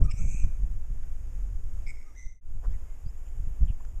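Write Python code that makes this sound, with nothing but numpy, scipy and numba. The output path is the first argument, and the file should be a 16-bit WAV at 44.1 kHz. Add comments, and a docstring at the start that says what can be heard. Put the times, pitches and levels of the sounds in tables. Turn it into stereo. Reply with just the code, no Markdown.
"""Flying foxes squeal, screech and rasp in riverside trees while wind buffets the microphone.
Their squeals are harmonic tones; screech and rasps are larynx pulses filtered by throat resonances.
Midway the sound fades out and returns on a reed bank, where small birds chirp and an insect throbs.
Faint hiss, a few twig ticks and the thin whine of a camera motor lie under both scenes,
and the camera cuts a narrow notch in the treble."""
import sys
import numpy as np
from scipy import signal
from scipy.fft import rfft, irfft
from scipy.io import wavfile
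from scipy.ndimage import uniform_filter1d
from numba import njit

SR = 44100
rng = np.random.default_rng(int(sys.argv[2]) if len(sys.argv) > 2 else 0)


def file_out(sig):
    """Save sig as 16-bit WAV at sys.argv[1]."""
    # one column per channel
    cols = np.atleast_2d(sig).T
    # limit, then scale
    lim = np.clip(cols, -1, 1)
    pcm = np.round(lim * 32767).astype(np.int16)
    wavfile.write(sys.argv[1], SR, pcm)


N = 176400
FADE_S = (1.99, 2.404, 2.41, 2.499)  # fade-out starts, ends; fade-in starts, ends
SIDE = np.array([[1], [-1]])  # opposite polarity in the left and right channels


def undb(db):
    """Amplitude ratio of a level in decibels."""
    return 10 ** (np.asarray(db) / 20)


def unit(x):
    """Normalisation to rms 1."""
    return x / np.sqrt(np.mean(x ** 2) + 1e-30)


def clock():
    """Time of every sample in seconds."""
    return np.arange(N) / SR


def curve(rows):
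    """Linear interpolation of each later column over the times in the first."""
    rows = np.array(rows, float)
    return [np.interp(clock(), rows[:, 0], column) for column in rows.T[1:]]


def walk(rate_hz):
    """Random modulation of rms 1: straight lines between random values."""
    step = max(int(SR / rate_hz), 1)
    held = np.repeat(rng.standard_normal(N // step + 1), step)
    return unit(uniform_filter1d(held, step)[:N])


def arch(u):
    """Half-sine envelope over u = 0..1."""
    return np.sqrt(2) * np.sin(np.pi * np.clip(u, 0, 1))


def noise(colour):
    """Spectral shaping: noise of rms 1 that follows (Hz, dB) points and is cut off beyond them."""
    hz, db = np.array(colour, float).T
    bins_hz = np.maximum(np.arange(N // 2 + 1) * SR / N, 1)
    gain = undb(np.interp(np.log(bins_hz), np.log(hz), db, -200, -200))
    return unit(irfft(rfft(rng.standard_normal(N)) * gain, N))


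@njit
def svf(x, hz, width_hz):
    """Two-pole state-variable band-pass with a moving centre."""
    y, band, low = np.empty(len(x)), 0., 0.
    for i in range(len(x)):
        g, damping = np.tan(np.pi * hz[i] / SR), width_hz / hz[i]
        v = (band + g * (x[i] + 1e-18 - low)) / (1 + g * (g + damping))
        band, low = 2 * v - band, low + 2 * g * v
        y[i] = damping * v
    return y


def resonate(x, hz, width_hz):
    """Four-pole resonance from two band-passes in cascade, output rms 1."""
    hz = np.minimum(hz + np.zeros(len(x)), SR * .45)
    return unit(svf(svf(x, hz, float(width_hz)), hz, float(width_hz)))


def air(colour, db):
    """Broadband hiss of distant reeds and leaves; a weak difference signal widens it, most at the top."""
    side = undb(db - 19.5) * noise(colour)
    side += undb(-86.5) * resonate(rng.standard_normal(N), hz=10650, width_hz=3000)
    mid = undb(db + walk(5.32)) * noise(colour)
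    return mid + side * SIDE


def whine():
    """Line spectrum of the camera motor: all partials waver together with its speed."""
    # Each row: frequency in Hz, level in dB.
    partials = [(6623, -78.5), (7163, -83.5), (7865, -104), (9020, -87.5), (12678, -89), (12708, -86)]
    motor_time = np.cumsum(1 + .00045 * walk(26)) / SR
    return sum(np.sqrt(2) * undb(db + .79 * walk(22)) * np.sin(2 * np.pi * hz * motor_time)
               for hz, db in partials)


def eddies(colour):
    """Turbulence of even strength: noise divided by its running rms."""
    x = noise(colour)
    return x / np.sqrt(uniform_filter1d(x ** 2, int(.14 * SR)) + .02)


def wind(gust_db=-34, knee_db=-19.5, growth=2.39):
    """Turbulent pressure on the microphone: fast eddies outgrow the rumble, so gusts sound brighter."""
    # Strength of the rumble. Each row: time in seconds, level in dB.
    strength = [(0.0, -12.5), (0.17, -31), (0.2, -19), (0.3, -21.5), (0.38, -27), (0.45, -18.5),
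                (0.56, -30), (0.59, -23), (0.8, -25.5), (0.87, -32), (0.91, -24), (0.94, -27.5),
                (1.09, -27), (1.32, -31.5), (1.38, -28.5), (1.72, -27), (1.92, -28.5), (2.03, -35),
                (2.19, -35.5), (2.26, -28.5), (2.35, -25.5), (2.48, -28.5), (2.57, -25), (2.61, -32),
                (2.69, -22), (2.8, -30), (3.0, -36), (3.07, -33.5), (3.12, -31), (3.27, -34.5),
                (3.34, -30.5), (3.46, -26.5), (3.54, -29), (3.59, -33), (3.62, -18.5), (3.75, -28.5),
                (3.84, -32), (4.0, -27.5)]
    # Spectra of the slow and the fast eddies. Each row: frequency in Hz, relative level in dB.
    rumble_colour = [(10, 15), (25, -2), (45, -2.5), (65, -13.5), (100, -23), (140, -35.5), (200, -41.5),
                     (300, -49), (500, -57.5), (900, -77.5)]
    gust_colour = [(55, -12), (90, 5.5), (135, -3), (200, -14), (320, -32.5), (600, -41), (1500, -57)]
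    # Sudden pushes of pressure. Each row: time in seconds, width in seconds, peak in dB.
    buffets = [(0.048, 0.0021, -18.5), (0.142, 0.0017, -19.5), (0.214, 0.0027, -20.5), (0.253, 0.0043, -10),
               (0.348, 0.0014, -18.5), (0.442, 0.0022, -10), (0.649, 0.002, -21.5), (0.905, 0.0021, -19.5),
               (2.264, 0.0041, -11.5), (2.693, 0.01, -31), (3.066, 0.0021, -18.5), (3.402, 0.0019, -27.5),
               (3.475, .0016, -27), (3.614, 0.0021, -11.5), (3.633, 0.003, -10.5), (3.704, 0.0017, -17.5)]
    db = curve(strength)[0]
    rumble = undb(db) * (eddies(rumble_colour) + undb(-39) * noise(rumble_colour) * SIDE)
    gusts = undb(gust_db + growth * (db - knee_db)) * eddies(gust_colour)
    pushes = sum(undb(peak) * np.exp(1 - np.hypot((clock() - at) / width, 1))
                 for at, width, peak in buffets)
    return rumble + gusts + pushes


def ticks():
    """Transients of nearby twigs: bursts of band-limited noise a few milliseconds long."""
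    # Each row: start in seconds, length in seconds, level in dB, centre in Hz, bandwidth in Hz.
    twigs = [(.441, .003, -49.5, 700, 1500), (.243, .009, -57, 500, 300), (.843, .008, -58, 500, 450),
             (1.032, .006, -61.5, 1250, 700), (1.032, .005, -65, 2700, 1800),
             (3.800, .014, -58.5, 950, 450), (3.850, .003, -57, 1300, 1300), (3.850, .003, -63, 5500, 5000)]
    return sum(undb(db) * arch((clock() - start) / length) * resonate(rng.standard_normal(N), hz, width)
               for start, length, db, hz, width in twigs)


def scuff(start_s=2.626, length_s=.048, db=-54.5):
    """One dull scuff close by: fast random amplitude modulation makes its noise grainy."""
    # Spectrum of the scuff. Each row: frequency in Hz, relative level in dB.
    colour = [(250, -14), (480, 2), (1000, -1), (1400, -7), (1900, -17), (3000, -32), (7000, -27),
              (12000, -40)]
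    return undb(db + 2 * walk(450)) * arch((clock() - start_s) / length_s) * noise(colour)


def insect(pulse_s=.06):
    """Amplitude modulation of a shrill noise band: an insect throbs about eleven times a second."""
    # Each row: centre of the pulse in seconds, level in dB.
    pulses = [(2.55, -79), (2.645, -78), (2.74, -76), (2.83, -81), (2.925, -78), (3.01, -77), (3.10, -76),
              (3.19, -73), (3.28, -71), (3.375, -75), (3.465, -73), (3.56, -79), (3.655, -77), (3.735, -79),
              (3.82, -76), (3.89, -77), (3.975, -77)]
    throb = sum(undb(db) * arch((clock() - at) / pulse_s + .5) for at, db in pulses)
    return throb * resonate(rng.standard_normal(N), hz=7180, width_hz=380)


def whistle(start, length, pitches_hz, harmonics_db, waver=.016):
    """Frequency modulation: a harmonic tone wavers about a parabola through three pitches."""
    out, onset, size = np.zeros(N), int(max(start, 0) * SR), int(length * SR)
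    u = np.arange(size) / size
    glide_hz = np.polyval(np.polyfit([0, .5, 1], pitches_hz, 2), u)
    phase = 2 * np.pi * np.cumsum(glide_hz * (1 + waver * walk(900)[:size])) / SR
    tone = sum(np.sqrt(2) * undb(db) * np.sin(k * phase) for k, db in enumerate(harmonics_db, 1))
    out[onset:onset + size] = arch(u) * tone
    return out


def birds():
    """Gliding sine chirps, buzzy where deep pitch modulation spreads sidebands, and one far rising cry."""
    # Each row: start and length in seconds, level in dB, first, middle and last pitch in Hz,
    # waver as a fraction of the pitch.
    chirps = [(2.725, .042, -68.5, 2050, 2120, 1950, .07), (2.84, .135, -77, 2170, 2150, 2130, .035),
              (3.052, .034, -72, 4500, 4770, 4800, .006), (3.080, .019, -67, 4800, 5100, 5620, .006),
              (3.24, .06, -75, 2300, 2550, 2250, .13), (3.670, .052, -64.5, 3120, 2880, 2580, .085)]
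    cry = whistle(start=2.70, length=.04, pitches_hz=(1540, 1750, 2080), harmonics_db=(-74, -79, -78))
    return cry + sum(whistle(start, length, pitches, (db,), waver)
                     for start, length, db, *pitches, waver in chirps)


def trees(x, db=-12, t60_s=.6, delay_s=.0044):
    """Reverberation: trunks and leaves scatter the sound into an exponentially decaying tail."""
    t = clock()[:SR]
    tails = rng.standard_normal((2, SR)) * undb(-60 * t / t60_s) * (t > delay_s)
    mid, side = (signal.fftconvolve(x, tail / np.linalg.norm(tail))[:N] for tail in tails)
    return undb(db) * (mid + undb(-26) * side * SIDE)


def larynx(rate_hz, size, jitter=.15, shimmer_db=2.2, puff_periods=.8):
    """Glottal source: pulses uneven in period and strength, each followed by a decaying puff of noise."""
    timing, strength = rng.standard_normal((3000, 2)).T
    periods = np.exp(jitter * timing) * SR / rate_hz
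    onsets = np.append(0, np.cumsum(periods))[:-1].astype(int)
    inside = onsets < size
    pulses = np.zeros(size)
    pulses[onsets[inside]] = undb(shimmer_db * strength[inside])
    phase = np.interp(np.arange(size), onsets, np.arange(len(onsets))) % 1
    puffs = np.exp(-phase / puff_periods) * rng.standard_normal(size)
    return unit(pulses), unit(puffs)


def blend(pulses, puffs, rough):
    """Equal-power mix: rough is the share of the power in the puffs."""
    return np.sqrt(1 - rough) * pulses + np.sqrt(rough) * puffs


def throat(x, hz, width_hz):
    """A formant: an eight-pole resonance whose steep sides round each pulse."""
    return resonate(resonate(x, hz, width_hz), hz, width_hz)


def squeals():
    """Periodic voicing: short flying fox cries of three harmonics."""
    # Each row: start and length in seconds, level of the fundamental in dB, first, middle and last
    # pitch in Hz, second and third harmonic in dB relative to the fundamental.
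    cries = [(.008, 0.04, -65, 1100, 1110, 1150, -11, -22), (0.04, .032, -58.5, 1150, 1280, 1130, -14, -28),
             (0.076, 0.037, -56, 1140, 1245, 1090, -7, -29),
             (0.094, 0.0295, -63, 2790, 2610, 2480, 4, -2.5),
             (0.182, 0.031, -65, 1210, 1357, 1190, -26, -34),
             (2.048, 0.079, -67.5, 1186, 1243, 1080, -18, -22),
             (2.14, .030, -69, 1500, 1750, 2050, -12, -10)]
    return sum(whistle(start, length, pitches, (db, db + second, db + third))
               for start, length, db, *pitches, second, third in cries)


def rasps():
    """Slow pulses ring the formants one by one; under strain the high one yields to breathy treble."""
    # Each row: start, attack, length and release time constant in seconds, level in dB, pulses per
    # second, low formant and its width in Hz, high formant in Hz, high and top formant in dB
    # relative to the low one, strain in dB per second.
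    calls = [(.032, .004, 0.027, 0.011, -68, 340, 2300, 650, 5650, 3, 3, 0),
             (0.109, .003, .011, 0.003, -50.5, 420, 2400, 1100, 5250, -2.5, -4, 0),
             (0.132, .004, .03, 0.005, -66, 300, 2380, 500, 5700, 0, 0, 0),
             (0.47, .01, .01, 0.08, -69, 130, 2400, 420, 6300, -6, -8, 0),
             (1.864, .005, .045, .006, -48.5, 145, 2215, 380, 5170, -6.5, -19, 210),
             (1.929, .001, .1, .02, -65, 75, 2170, 440, 5300, -10, -13, 0),
             (2.051, .003, 0.1, 0.017, -71, 110, 2130, 450, 5700, -4, -11, 0),
             (2.152, .028, .105, 0.2, -52, 125, 2060, 220, 6040, -1.5, -16, 0)]
    out, size = np.zeros(N), SR // 2
    t = np.arange(size) / SR
    for (start, attack, length, release, db, rate,
         low_hz, low_width, high_hz, high_db, top_db, strain) in calls:
        pulses, puffs = larynx(rate, size)
        strain_db = strain * np.minimum(t, length)
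        low = throat(blend(pulses, puffs, rough=.2), low_hz, low_width)
        high = throat(blend(pulses, puffs, rough=.72), high_hz, width_hz=880)
        top = throat(puffs, hz=7700, width_hz=3300)
        breath = undb(-20) * resonate(puffs, hz=3800, width_hz=600)
        voice = low + undb(high_db - strain_db) * (high + breath) + undb(top_db + strain_db) * top
        envelope = np.minimum(t / attack, 1) * np.exp(-np.maximum(t - length, 0) / release)
        onset = int(start * SR)
        out[onset:onset + size] += undb(db) * voice * envelope
    return out


def screech(pulse_hz=530, flutter_hz=105, flutter_depth=.16, edge_s=.0036):
    """Source and filter: fast irregular pulses flutter through three wandering throat formants."""
    # Course of the long screech. Each row: time in seconds, level in dB, relative gain of the
    # low formant in dB, low and high formant in Hz.
    course = [(0.162, -67, -1, 2380, 6300), (0.177, -53.5, -5, 2370, 6070), (0.215, -54, -3, 2340, 6560),
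              (0.243, -57.5, -3, 2390, 6330), (0.31, -50, -7.5, 2460, 6580), (0.36, -53.5, -3, 2420, 6370),
              (0.435, -57, -0.5, 2480, 6200), (0.46, -65, -1, 2480, 6500)]
    t = clock()
    db, low_db, low_hz, high_hz = curve(course)
    flutter_phase = 2 * np.pi * np.cumsum(flutter_hz * (1 + .1 * walk(89.4))) / SR
    source = blend(*larynx(pulse_hz, N), rough=.45) * (1 + flutter_depth * np.sin(flutter_phase))
    mouth = 1 + .015 * walk(50.4)  # shifts the three formants together
    voice = (undb(low_db) * throat(source, low_hz * mouth, width_hz=520)
             + undb(-2.5) * throat(source, high_hz * mouth, width_hz=1400)
             + undb(-5) * throat(source, 7700 * mouth, width_hz=2100)
             + undb(-21.5) * resonate(source, hz=10600, width_hz=2500))
    gate = np.clip(np.minimum(t - course[0][0], course[-1][0] - t) / edge_s, 0, 1)
    return voice * undb(db) * gate


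def scene(balance_db=.2):
    """Superposition: first the roost, then the reed bank, with ticks, wind and whine in both."""
    # Spectra of the hiss in the trees and by the reeds. Each row: frequency in Hz, relative level in dB.
    leaf_hiss = [(120, -26), (200, -3.5), (338, -8), (370, -9), (570, -11), (928, -16), (1280, -17.5),
                 (1600, -19.5), (2420, -22), (3800, -32.5), (4160, -36), (4630, -29.5), (6300, -24.5),
                 (6890, -20), (7540, -25), (9200, -28.5), (10100, -32.5), (12700, -30.5), (15000, -38.5)]
    reed_hiss = [(150, -11), (250, -1.5), (496, -5.5), (630, -6), (1730, -15.5), (2090, -16.5),
                 (2520, -17.5), (3210, -22.5), (4220, -32), (4670, -24.5), (6250, -22), (7170, -16.5),
                 (8230, -24), (12400, -26.5), (15000, -26)]
    bats = screech() + rasps() + squeals()
    roost = bats + trees(bats) + air(leaf_hiss, db=-61.5)
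    reeds = birds() + insect() + scuff() + air(reed_hiss, db=-64)
    outdoors = np.where(clock() < FADE_S[1], roost, reeds) + ticks()
    return outdoors * undb(SIDE * balance_db / 2) + wind() + whine()


def record(dry, notch_hz=4310, notch_width_hz=202, notch_db=-10.5, edge_s=.008, top_hz=15100):
    """Filtering and gain: a treble notch, a fade out and in, softened ends and a steep low-pass."""
    hz = np.linspace(0, SR / 2, 513)
    response = undb(notch_db * np.exp(-((hz - notch_hz) / notch_width_hz) ** 2))
    notch = signal.firwin2(511, hz, response, fs=SR)
    notched = signal.fftconvolve(dry, notch[None], "same", axes=1)
    fade = np.interp(clock(), FADE_S, (1, 0, 0, 1))
    edges = np.clip(np.minimum(clock(), N / SR - clock()) / edge_s, 0, 1) ** 2
    low_pass = signal.ellip(8, .2, 70, top_hz, fs=SR, output="sos")
    return signal.sosfilt(low_pass, notched * fade * edges)


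dry = scene()
out = record(dry)
file_out(out)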